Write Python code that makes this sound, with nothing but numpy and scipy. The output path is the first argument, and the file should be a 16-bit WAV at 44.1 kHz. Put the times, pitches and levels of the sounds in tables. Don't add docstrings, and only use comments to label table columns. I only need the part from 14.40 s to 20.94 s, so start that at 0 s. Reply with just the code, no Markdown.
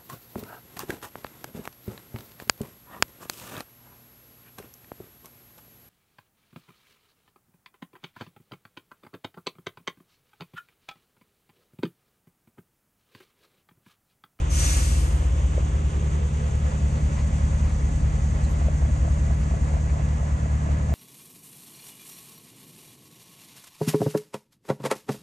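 import sys
import numpy as np
from scipy import signal
from scipy.fft import rfft, irfft
from scipy.io import wavfile

SR = 44100
rng = np.random.default_rng(int(sys.argv[2]) if len(sys.argv) > 2 else 0)


def wrap_up_sound(samples):
    columns = np.atleast_2d(samples).T
    tamed = np.clip(columns, -1, 1)
    steps = np.round(tamed * 32767).astype(np.int16)
    wavfile.write(sys.argv[1], SR, steps)


N = 288414
TIME = np.arange(N) / SR
BINS = np.fft.rfftfreq(N, 1 / SR)
RUMBLE_DB = (-36.5, -33.5)

# throttle on t/s, throttle off t/s, rise/s, starting firing f/Hz,
# climb/(Hz/s), level/dB, fade/(dB/s)
GEARS = [(-0.76, 1.12, 1.1, 47.8, 5.9, -23.1, 0.3), (2.05, 5.7, 1.45, 41.3, 4.6, -27.5, 0.8)]
# multiple of the cycle rate, level/dB
IDLE_ORDERS = [(1, -39.5), (2, -25), (3, -35), (4, -33), (5, -45), (6, -47), (8, -52.5), (11, -56.5)]
# f/Hz, level/dB
FAN_HUMS = [(69.3, -36.5), (102.3, -44), (137, -49), (167.3, -48.5), (202.3, -47), (235, -53.5),
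            (285, -63.5)]
# f/Hz, relative level/dB
JET_SPECTRUM = [(400, -20), (1000, -7), (1600, -5.5), (2450, -4.5), (3600, -8.2), (4700, -7), (5500, -4.5),
                (6050, -6), (6700, -2.5), (7400, -4.5), (8600, -2), (9500, -4.5), (10500, -8.5),
                (11300, -9), (12800, -23.5)]
# f/Hz, half-width/Hz, level/dB, fall/(dB/s)
OUTLET_MODES = [(5900, 140, -37, 95), (6280, 140, -39.5, 60), (6740, 460, -37.5, 60)]
# f/Hz, relative level/dB
RUMBLE_SPECTRUM = [(20, -17), (31, -12), (37, -3.5), (55, -3), (70, 5), (95, 2.5), (130, 0.2), (170, -2),
                   (225, -4), (260, -7.5), (350, -17), (600, -82)]
# f/Hz, relative level/dB
ROAR_SPECTRUM = [(150, -28), (300, -1), (390, -1.5), (520, -0.5), (680, -2), (900, -3.5), (1150, -3),
                 (1500, -7.5), (2000, -11.5), (2700, -16), (3800, -23.5), (5500, -27), (9000, -63)]
# f/Hz, half-width/Hz, level far from the board/dB, level close/dB, fade/(dB/s)
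TYRE_BANDS = [(501.3, 14.5, -52.5, -52.5, 1.16), (555, 18, -50, -52, 1), (753, 120, -75, -59, -1),
              (1015, 48, -54, -58.5, 0.1), (1680, 88, -76, -66.5, -1.8), (1973, 104, -73, -60, -0.56),
              (2600, 130, -72, -62, 1.6), (2940, 730, -50, -49, 3), (4590, 290, -75, -60, 2)]
# t/s, distance/m
BOARD_GAP = [(.1, 0.49), (.6, 0.54), (1.2, 0.48), (1.65, 0.42), (2.1, 0.353), (2.6, 0.29)]
# main tap t/s, its strike level/dB, strike level of the tap just before/dB
TAP_PAIRS = [(4.215, -32, -37), (4.450, -27, -28), (4.677, -25, -28), (4.906, -29, -36),
             (5.139, -27.5, -29.5), (5.366, -26.5, -27.5), (5.595, -30.5, -33), (5.828, -31, -33),
             (6.057, -27, -35), (6.289, -28, -31), (6.522, -26.5, -33)]
# f/Hz, relative level/dB, t60/s
TAP_MODES = [(664, 3.5, 0.032), (517, 1.5, 0.014), (1030, -3, 0.024)]
# t/s, level/dB, ring f/Hz
KNOCKS = [(.997, -34, 560), (1.1775, -22, 525), (4.2825, -22.5, 580)]
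# t/s, level/dB, f/Hz, width/Hz, length/s
TICKS = [(2.154, -46, 8200, 1900, 0.0045), (2.55, -60, 4150, 250, .04), (3.399, -49, 2067, 250, 0.039),
         (4.035, -53.5, 4200, 500, 0.034), (4.027, -51, 7570, 1310, 0.036), (4.086, -64, 11500, 1700, .06),
         (4.96, -65, 9500, 2200, 0.072), (5.015, -59.5, 4870, 600, .035)]
# t/s, level/dB, length/s
SCUFFS = [(2.754, -46.5, 0.074), (3.222, -51.5, 0.13), (5.482, -50, 0.038)]
# f/Hz, relative level/dB
SHELL_MODES = [(1050, 0.5), (2200, -2), (4200, -10)]
# f/Hz, relative level/dB
HISS_SPECTRUM = [(1500, -8), (3300, -13.5), (4200, -11), (5400, -7.5), (6000, -1.5), (6600, 3.5), (7200, 1),
                 (8000, -3.5), (9400, -10), (10500, -23.5), (11300, -18.5), (11900, -54)]
# t/s, level/dB
HISS_LEVEL = [(.8, -49.5), (1.7, -50.5), (2.8, -49), (4.2, -50), (6.2, -52)]
# start t/s, f/Hz, half-width/Hz, level/dB
WHIRR_BANDS = [(4.15, 640, 70, -54), (4.4, 1010, 16, -58.5)]
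# f/Hz, correlation from 0 to 1
EAR_LIKENESS = [(120, .997), (270, .96), (600, .72), (1100, .65), (1900, .5), (2600, .85), (3700, .5),
                (5300, .45), (6500, .82), (7300, .6), (8500, .9)]
# f/Hz, level/dB
LEFT_BALANCE = [(100, 4), (200, -4), (350, -3.5), (1100, -2), (2500, -1.5), (3800, 1.2), (5200, 2.5),
                (6200, 1.5), (7200, 4.5), (8500, 0)]
# f/Hz, phase/rad
AMBIENT_LEAD = [(0, 0), (1460, 3.5), (2240, 6.5), (2930, 7.5), (3880, 6.5), (5170, 8.0), (6030, 6),
                (7150, 8), (7670, 6.5), (8870, 7.5), (9730, 3), (10900, 6), (11400, 7), (12400, 15.5)]
# f/Hz, phase/rad
BRAKE_LEAD = [(0, 3.8), (1290, 2.1), (2150, 5.6), (3270, 8.5), (3700, 7.7), (4310, 12.3), (5080, 13.8),
              (5770, 17.3), (7060, 20.6), (7320, 24.6), (7840, 19.2), (8870, 17.8), (11800, 13.1),
              (12400, 14.4)]


def lorry(governed_hz=57.7, coast_hz_per_s=4, coast_db_per_s=28, overtone_db=-24, waver_db=0.5):
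    out = np.zeros(N)
    for on, off, rise, first_hz, climb, db, recede in GEARS:
        firing_hz = np.minimum(first_hz + climb * since(on), governed_hz) - coast_hz_per_s * since(off)
        level_db = db + waver_db * drift(1.5) - recede * since(on) - coast_db_per_s * since(off)
        phase = 2 * np.pi * (np.cumsum(firing_hz) / SR + rng.random())
        boom = np.cos(phase) + gain_of(overtone_db) * np.cos(2 * phase)
        out += ramp(on, rise) * gain_of(level_db) * boom
    return np.sqrt(2) * out * pan(1.0)


def idling_engines(cycle_hz=37.09, second_hz=64.15, waver_db=0.72, wander_turns=0.035):
    turns = cycle_hz * TIME + 0.011 * drift(0.34)
    rumble_db = approach(*RUMBLE_DB)
    swell = gain_of(rumble_db - rumble_db.mean())
    out = np.zeros(N)
    for order, db in IDLE_ORDERS:
        level = gain_of(db + waver_db * drift(2.5)) * (swell if order > 2 else 1)
        out += level * np.cos(2 * np.pi * (order * turns + rng.random()))
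    for hz, db in FAN_HUMS:
        level = gain_of(db + waver_db * drift(1.0)) * swell
        out += level * np.cos(2 * np.pi * (hz * TIME + wander_turns * drift(2.1) + rng.random()))
    eased = ramp(4.8, 0.51)
    second_turns = second_hz * TIME + wander_turns * drift(1.5) + rng.random()
    second_db = approach(-30.5, -27.5) - 1.5 * eased + drift(1.8)
    out += gain_of(second_db) * np.cos(2 * np.pi * second_turns)
    return np.sqrt(2) * out * gain_of(-0.66 * eased) * pan(0.32)


def air_brake(open_s=0.097, attack_s=0.12, hold_s=0.086, shut_s=0.6, jet_db=-30,
              fall_db_per_s=30, shut_db_per_s=38, chirp_s=0.108, chirp_db=-36.5):
    falling_s = since(open_s + attack_s + hold_s)
    jet = stereo_noise(JET_SPECTRUM, BRAKE_LEAD) * gain_of(jet_db - fall_db_per_s * falling_s)
    for hz, width, db, fall in OUTLET_MODES:
        jet += stereo_noise(hump(hz, width), BRAKE_LEAD) * gain_of(db - fall * falling_s)
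    valve = ramp(open_s, attack_s) ** 0.6 * gain_of(-shut_db_per_s * since(shut_s))
    chirp_age = TIME - chirp_s
    sagging_hz = 6350 - 3000 * chirp_age
    chirp = band(sagging_hz, width_hz=25) * np.exp(-(chirp_age / 0.012) ** 2)
    return jet * valve + gain_of(chirp_db) * chirp


def traffic(roar_db=-41, flutter_db=1.07, recede_s=6, recede_db_per_s=4.5):
    rumble = stereo_noise(RUMBLE_SPECTRUM)
    rumble *= gain_of(approach(*RUMBLE_DB) + drift(2.2) - recede_db_per_s * since(recede_s))
    roar = stereo_noise(ROAR_SPECTRUM) * gain_of(roar_db + flutter_db * drift(17.6))
    for hz, width, far_db, near_db, fade in TYRE_BANDS:
        roar += gain_of(approach(far_db, near_db) - fade * TIME) * stereo_noise(hump(hz, width))
    return rumble + roar


def board_echo(sound, hollow_width_hz=140, dip_width_hz=120, dip_depth=0.46, screened_db=-13.5):
    hollow_hz = 343 / (2 * follow(BOARD_GAP))
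    dip_hz = 0.64 * hollow_hz
    screened = ramp(1.98, 0.45)
    hollow_db = approach(-6.5, 3.5) + screened_db * screened
    hollow = resonate(resonate(sound, hollow_hz, hollow_width_hz), hollow_hz, hollow_width_hz)
    dip = resonate(resonate(sound, dip_hz, dip_width_hz), dip_hz, dip_width_hz)
    return sound + gain_of(hollow_db) * hollow - dip_depth * dip


def tapping(pair_gap_s=0.029, rise_s=0.001, right_delay_s=0.00038):
    age = TIME[:SR // 8]
    ring = sum(gain_of(db - 60 * age / t60) * np.sin(2 * np.pi * hz * age) for hz, db, t60 in TAP_MODES)
    ring *= 1 - np.exp(-age / rise_s)
    blows = np.zeros(N)
    for s, main_db, lead_db in TAP_PAIRS:
        blows[round((s - pair_gap_s) * SR)] = gain_of(lead_db)
        blows[round(s * SR)] = gain_of(main_db)
    left = signal.oaconvolve(blows, ring)[:N]
    right = np.interp(TIME - right_delay_s, TIME, left)
    return np.array([left, right]) * pan(-1.9)


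def handling(knock_rise_s=0.0032):
    out = np.zeros(N)
    for s, db, hz in KNOCKS:
        age = since(s)
        envelope = (age / knock_rise_s * np.exp(1 - age / knock_rise_s)) ** 3
        out += gain_of(db) * envelope * np.sin(2 * np.pi * hz * age)
    grain = unit_rms(gain_of(drift(250)))
    for s, db, hz, width, length in TICKS:
        out += gain_of(db) * touch(s, length) * grain * band(hz, width)
    shell = grain * sum(gain_of(db) * band(hz, width_hz=0.3 * hz) for hz, db in SHELL_MODES)
    for s, db, length in SCUFFS:
        out += gain_of(db) * touch(s, length) * shell
    return out * pan(1.0)


def high_hiss(flutter_db=0.73):
    return stereo_noise(HISS_SPECTRUM) * gain_of(follow(HISS_LEVEL) + flutter_db * drift(26))


def whirr(rise_s=0.26):
    return sum(gain_of(db) * ramp(s, rise_s) * stereo_noise(hump(hz, width))
               for s, hz, width, db in WHIRR_BANDS)


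def stereo_noise(spectrum, lead=AMBIENT_LEAD, ripple_db=0.95, full_ripple_hz=1500):
    left, unrelated = rfft(rng.standard_normal((2, N)))
    likeness = at_bins(EAR_LIKENESS)
    delay = np.exp(-1j * np.interp(BINS, *np.transpose(lead)))
    right = likeness * left * delay + np.sqrt(1 - likeness ** 2) * unrelated
    shade = gain_of(at_bins(LEFT_BALANCE) / 2)
    echoes = rng.standard_normal(N) * (TIME > 0.002) * (TIME < 0.012)
    ripple = ripple_db * unit_rms(rfft(echoes).real) * np.minimum(BINS / full_ripple_hz, 1)
    colour = gain_of(at_bins(spectrum) + ripple)
    return unit_rms(irfft(np.array([left * shade, right / shade]) * colour, N))


def band(centre_hz, width_hz):
    phase = 2 * np.pi * np.cumsum(centre_hz * np.ones(N)) / SR
    return unit_rms(drift(width_hz) * np.cos(phase) + drift(width_hz) * np.sin(phase))


def resonate(x, hz, width_hz):
    carrier = np.exp(2j * np.pi * np.cumsum(hz) / SR)
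    pole = np.exp(-np.pi * width_hz / SR)
    return 2 * (carrier * signal.lfilter([1 - pole], [1, -pole], x / carrier)).real


def hump(hz, half_width):
    return [(hz - 4 * half_width, -60), (hz - half_width, -6), (hz, 0),
            (hz + half_width, -6), (hz + 4 * half_width, -60)]


def drift(rate_hz):
    lowpass = np.exp(-(BINS / rate_hz) ** 2) * (BINS > 0)
    return unit_rms(irfft(rfft(rng.standard_normal(N)) * lowpass, N))


def approach(far_db, near_db):
    gap_m = follow(BOARD_GAP)
    nearness = (gap_m.max() - gap_m) / np.ptp(gap_m)
    return far_db + (near_db - far_db) * nearness


def touch(s, length_s):
    return np.sin(np.pi * ramp(s, length_s))


def ramp(s, length_s):
    return np.minimum(since(s) / length_s, 1)


def since(s):
    return np.maximum(TIME - s, 0)


def follow(curve):
    return np.interp(TIME, *np.transpose(curve))


def at_bins(spectrum):
    hz, value = np.transpose(spectrum)
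    return np.interp(np.log(BINS + 1), np.log(hz + 1), value)


def pan(left_db):
    return gain_of([[left_db / 2], [-left_db / 2]])


def gain_of(db):
    return 10 ** (np.asarray(db) / 20)


def unit_rms(x):
    return x / np.sqrt(np.mean(x ** 2) + 1e-20)


def scene():
    drone = board_echo(idling_engines() + traffic())
    return drone + lorry() + high_hiss() + air_brake() + tapping() + whirr() + handling()


def record(dry, cutoff_hz=12840):
    lowpass = signal.firwin(511, cutoff_hz, window=("kaiser", 9), fs=SR)
    return signal.oaconvolve(dry, lowpass[None], "same")


dry = scene()
out = record(dry)
wrap_up_sound(out)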